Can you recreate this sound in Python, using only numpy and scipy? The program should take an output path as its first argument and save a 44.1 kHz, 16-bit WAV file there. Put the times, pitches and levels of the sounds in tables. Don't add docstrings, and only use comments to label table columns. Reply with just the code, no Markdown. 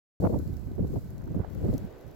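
import sys
import numpy as np
from scipy import signal
from scipy.fft import rfft, irfft
from scipy.io import wavfile
from scipy.ndimage import uniform_filter1d

SR = 44100
rng = np.random.default_rng(int(sys.argv[2]) if len(sys.argv) > 2 else 0)


def to_wav(sig):
    pcm = np.clip(np.atleast_2d(sig), -1, 1) * 32767
    pcm = np.round(pcm).astype(np.int16)
    wavfile.write(sys.argv[1], SR, pcm.T)


N = 94815
TIME_S, FREQS_HZ = np.arange(N) / SR, np.fft.rfftfreq(N, 1 / SR)


def undb(db):
    return 10 ** (np.asarray(db) / 20)


def unit(x):
    return x / np.sqrt(np.mean(x ** 2))


def curve(rows):
    return np.interp(TIME_S, *np.array(rows).T)


def spectrum(outline, hz):
    outline_hz, db = np.array(outline).T
    return np.interp(np.log(np.maximum(hz, 1)), np.log(outline_hz), db)


def colour(x, outline, peaks=()):
    peaks_db = sum(db / (1 + (2 * (FREQS_HZ - hz) / width) ** 2) for hz, width, db in peaks)
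    return irfft(rfft(x) * undb(spectrum(outline, FREQS_HZ) + peaks_db), N)


def smooth(x, samples):
    return uniform_filter1d(uniform_filter1d(x, samples), samples)


def wander(rate_hz):
    return unit(smooth(rng.standard_normal(N), int(SR / rate_hz)))


def pan(db):
    return undb(np.array([[db], [-db]]) / 2)


def fade(at, decay_s):
    age = TIME_S - at
    return (age >= 0) * np.exp(-abs(age) / decay_s)


# (time [s], level [dB])
LEFT_PORT_WIND = [(.2, -20), (.274, -18), (.285, -23.5), (.345, -22.5), (.555, -33.5), (.58, -54),
                  (.675, -35.5), (.725, -27), (.77, -42), (.803, -21), (.89, -29), (.972, -23.5),
                  (1.0, -37.5), (1.2, -31), (1.335, -31), (1.36, -23), (1.445, -34.5), (1.62, -24.5),
                  (1.695, -21.5), (1.765, -24), (1.787, -37), (1.85, -29), (1.91, -60), (2.15, -61)]
RIGHT_PORT_WIND = [(.2, -26.5), (.25, -15), (.295, -29.5), (.345, -17.5), (.415, -30), (.47, -26),
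                   (.755, -33.5), (.8, -18.5), (.85, -23.5), (.89, -30), (.973, -22.5), (.995, -32),
                   (1.23, -39.5), (1.31, -25.5), (1.335, -33.5), (1.36, -24), (1.412, -25), (1.44, -56),
                   (1.49, -65), (1.56, -34), (1.615, -32.5), (1.645, -19), (1.752, -22), (1.78, -34.5),
                   (1.853, -29), (1.9, -41), (2.03, -48.5), (2.055, -34), (2.15, -44.5)]
# (time [s], upward shift [octaves])
RUMBLE_SHIFT = [(.2, 0.47), (.35, 0.64), (.44, -.2), (.725, 0.22), (.82, 0.067), (.94, 0.32), (.965, 0.64),
                (1.2, 0.18), (1.37, 0.73), (1.45, -0.23), (1.56, 0.52), (1.68, 0.13)]
# (frequency [Hz], level [dB])
RUMBLE_SPECTRUM = [(20, 0), (120, 0), (200, -6.5), (380, -9), (600, -22.5), (900, -44.5), (1500, -50.5),
                   (6000, -105)]


def wind(strength, reference_db=-19.5, trim_db=-0.85, flutter_db=2.5, buffet_db=3.5, low_cut_hz=50.4):
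    level_db, push_db = curve(strength), pushes()
    shift_octaves = curve(RUMBLE_SHIFT) + 0.087 * (level_db - reference_db) + 0.0867 * push_db
    octave = np.log2(np.maximum(FREQS_HZ, 1))
    eddies = rfft(rng.standard_normal(N))
    rumble = power = 0
    for hz in 25 * 2 ** (np.arange(16) / 2):
        band = irfft(eddies * np.maximum(1 - 2 * abs(octave - np.log2(hz)), 0), N)
        port_gain = 1 / np.sqrt(1 + (low_cut_hz / hz) ** 8)
        band_db = spectrum(RUMBLE_SPECTRUM, hz / 2 ** shift_octaves) + flutter_db * wander(rate_hz=64)
        gain = port_gain * undb(band_db) * np.sqrt(hz)
        rumble += gain * unit(band)
        power += gain ** 2
    buffeted = rumble / np.sqrt(power) * undb(buffet_db * wander(rate_hz=99) + push_db)
    slow_rms = np.sqrt(smooth(buffeted ** 2, samples=1800))
    return buffeted / slow_rms * undb(level_db + trim_db)


# (frequency [Hz], level [dB])
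HUM_SPECTRUM = [(40, -20), (160, -15), (280, 1), (540, -1), (1000, -14), (4500, -32), (16000, -59)]
# (frequency [Hz], width [Hz], gain [dB])
HUM_RESONANCES = [(370, 72, 4.7), (674, 16, 2.7), (1512, 42, 8.3), (2020, 29, 5.4)]
# (time [s], level [dB])
HUM_SWELL = [(.2, -51), (1.2, -50), (1.8, -44), (2.15, -47.5)]


def distant_hum(side_db=-4):
    mid, side = colour(rng.standard_normal((2, N)), HUM_SPECTRUM, HUM_RESONANCES)
    drone = mid + undb(side_db) * np.array([side, -side])
    return unit(drone) * undb(curve(HUM_SWELL))


# (frequency [Hz], level [dB])
HISS_SPECTRUM = [(500, 3.5), (2000, -7), (3200, -8), (4300, 3.5), (6000, -1.5), (8000, 3), (12000, 0.5)]
# (time [s], level [dB])
HISS_SWELL = [(.2, -55), (.78, -66), (.95, -58.5), (1.2, -66.5), (1.45, -68), (1.73, -57), (1.9, -67),
              (2.15, -67)]


def hiss():
    return unit(colour(rng.standard_normal((2, N)), HISS_SPECTRUM)) * undb(curve(HISS_SWELL))


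# (time [s], relative level [dB], ring gain [dB])
SNOW_GRAINS = [(0.3889, -39.5, -8), (0.477, -49, -0.5), (.541, -49.5, 0), (0.5688, -42, -8),
               (0.717, -57, 2.5), (.872, -46.5, -5), (1.181, -43.5, -10), (1.502, -49, -9),
               (1.549, -44, -12), (1.739, -38, -7.5), (1.7797, -33, -25)]
# (frequency [Hz], gain [dB])
CLICK_SPECTRUM = [(1000, -20), (4900, -5), (5800, 5.5), (8000, -2.5), (13000, 3.5)]


def snow(click_s=0.0013, ring_s=0.0015, ring_hz=4310, trim_db=-4.5, faint_per_s=98):
    envelope = rings = 0
    for at, db, ring_db in SNOW_GRAINS:
        strike = pan(2.5) * undb(db + trim_db)
        hz = ring_hz * np.exp(0.082 * rng.standard_normal())
        envelope += strike * fade(at, click_s)
        rings += strike * undb(ring_db) * fade(at, ring_s) * np.sin(2 * np.pi * hz * (TIME_S - at))
    landings = rng.random(N) < faint_per_s / SR
    faint_strikes = landings * undb(-59 + 1.5 * rng.standard_normal((2, N)))
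    envelope += signal.lfilter([1], [1, -np.exp(-1 / (click_s * SR))], faint_strikes)
    return colour(envelope * rng.standard_normal((2, N)), CLICK_SPECTRUM) + rings


# (time [s], level [dB], frequency [Hz], left minus right [dB])
LARGE_EDDIES = [(.238, -25, 204, 11), (.273, -17.5, 140, 14), (0.531, -25.5, 121, -9), (0.668, -28, 86, -9),
                (.717, -24.5, 288, 0), (.81, -15.5, 184, 4), (.827, -18.5, 175, 3.5), (.973, -17.5, 99, 2),
                (1.312, -27.5, 140, -14), (1.367, -18, 236, -8.5), (1.404, -18.5, 130, -10),
                (1.64, -18, 97, 6), (1.692, -23, 186, -1)]


def thuds(half_length_cycles=0.66):
    pressure = 0
    for at, db, hz, side_db in LARGE_EDDIES:
        phase = rng.uniform(0, 2 * np.pi) + .5 * rng.standard_normal((2, 1))
        cycles = hz * (TIME_S - at)
        envelope = undb(db) * np.exp(-(cycles / half_length_cycles) ** 2)
        pressure += pan(side_db) * envelope * np.sin(2 * np.pi * cycles + phase)
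    return pressure


# (time [s], level [dB])
AIR_FLAPS = [(0.2498, -28), (0.2708, -18.5)]
# (frequency [Hz], level [dB])
CRACK_SPECTRUM = [(200, -3), (650, 7), (2000, -15.5), (5000, -55)]


def cracks(decay_s=0.0014):
    noise = rng.standard_normal((2, N))
    bursts = sum(undb(db) * fade(at, decay_s) for at, db in AIR_FLAPS)
    return colour(bursts * noise, CRACK_SPECTRUM) / np.std(colour(noise, CRACK_SPECTRUM))


# (time [s], relative gain [dB])
AIR_PUSHES = [(.25, 4), (.295, 8), (.394, 4), (.713, 7), (0.78, 10), (0.847, 4), (.958, 8), (1.118, 7),
              (1.346, 8), (1.395, 6.5), (1.684, 5.5), (1.729, 7)]


def pushes(decay_s=0.0048):
    return uniform_filter1d(sum(db * fade(at, decay_s) for at, db in AIR_PUSHES), size=60)


# (time [s], length [s], level [dB])
SCUFF_STROKES = [(0.4, 0.0092, -46.5), (1.214, 0.019, -47.5), (1.276, 0.017, -46.5), (1.412, 0.029, -44.5),
                 (1.448, 0.033, -46.5), (1.467, 0.0082, -47)]
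# (frequency [Hz], level [dB])
SCUFF_SPECTRUM = [(150, -23), (400, 11.5), (1200, -2), (1600, -5.5), (2200, -24), (8000, -58)]


def scuffs(grain_db=5, grain_hz=300, side_db=-14):
    swell = sum(undb(db) * np.exp(-(2 * (TIME_S - at) / length) ** 2) for at, length, db in SCUFF_STROKES)
    noise = colour(rng.standard_normal((2, N)), SCUFF_SPECTRUM)
    rub = unit(noise * undb(grain_db * wander(grain_hz)))
    return pan(side_db) * swell * rub


def scene():
    gusts = np.array([wind(LEFT_PORT_WIND), wind(RIGHT_PORT_WIND)])
    return gusts + thuds() + cracks() + distant_hum() + hiss() + snow() + scuffs()


# (frequency [Hz], gain [dB])
MIC_RESPONSE = [(7800, -3), (8600, -16.5), (9600, -10.5), (11500, -1)]


def record(dry, start_s=.201, top_hz=15900):
    cut_in = curve([(start_s, 0), (start_s + 0.00071, 1)])
    low_pass = signal.ellip(8, .2, 70, top_hz, fs=SR, output="sos")
    return signal.sosfilt(low_pass, colour(dry, MIC_RESPONSE) * cut_in)


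dry = scene()
out = record(dry)
to_wav(out)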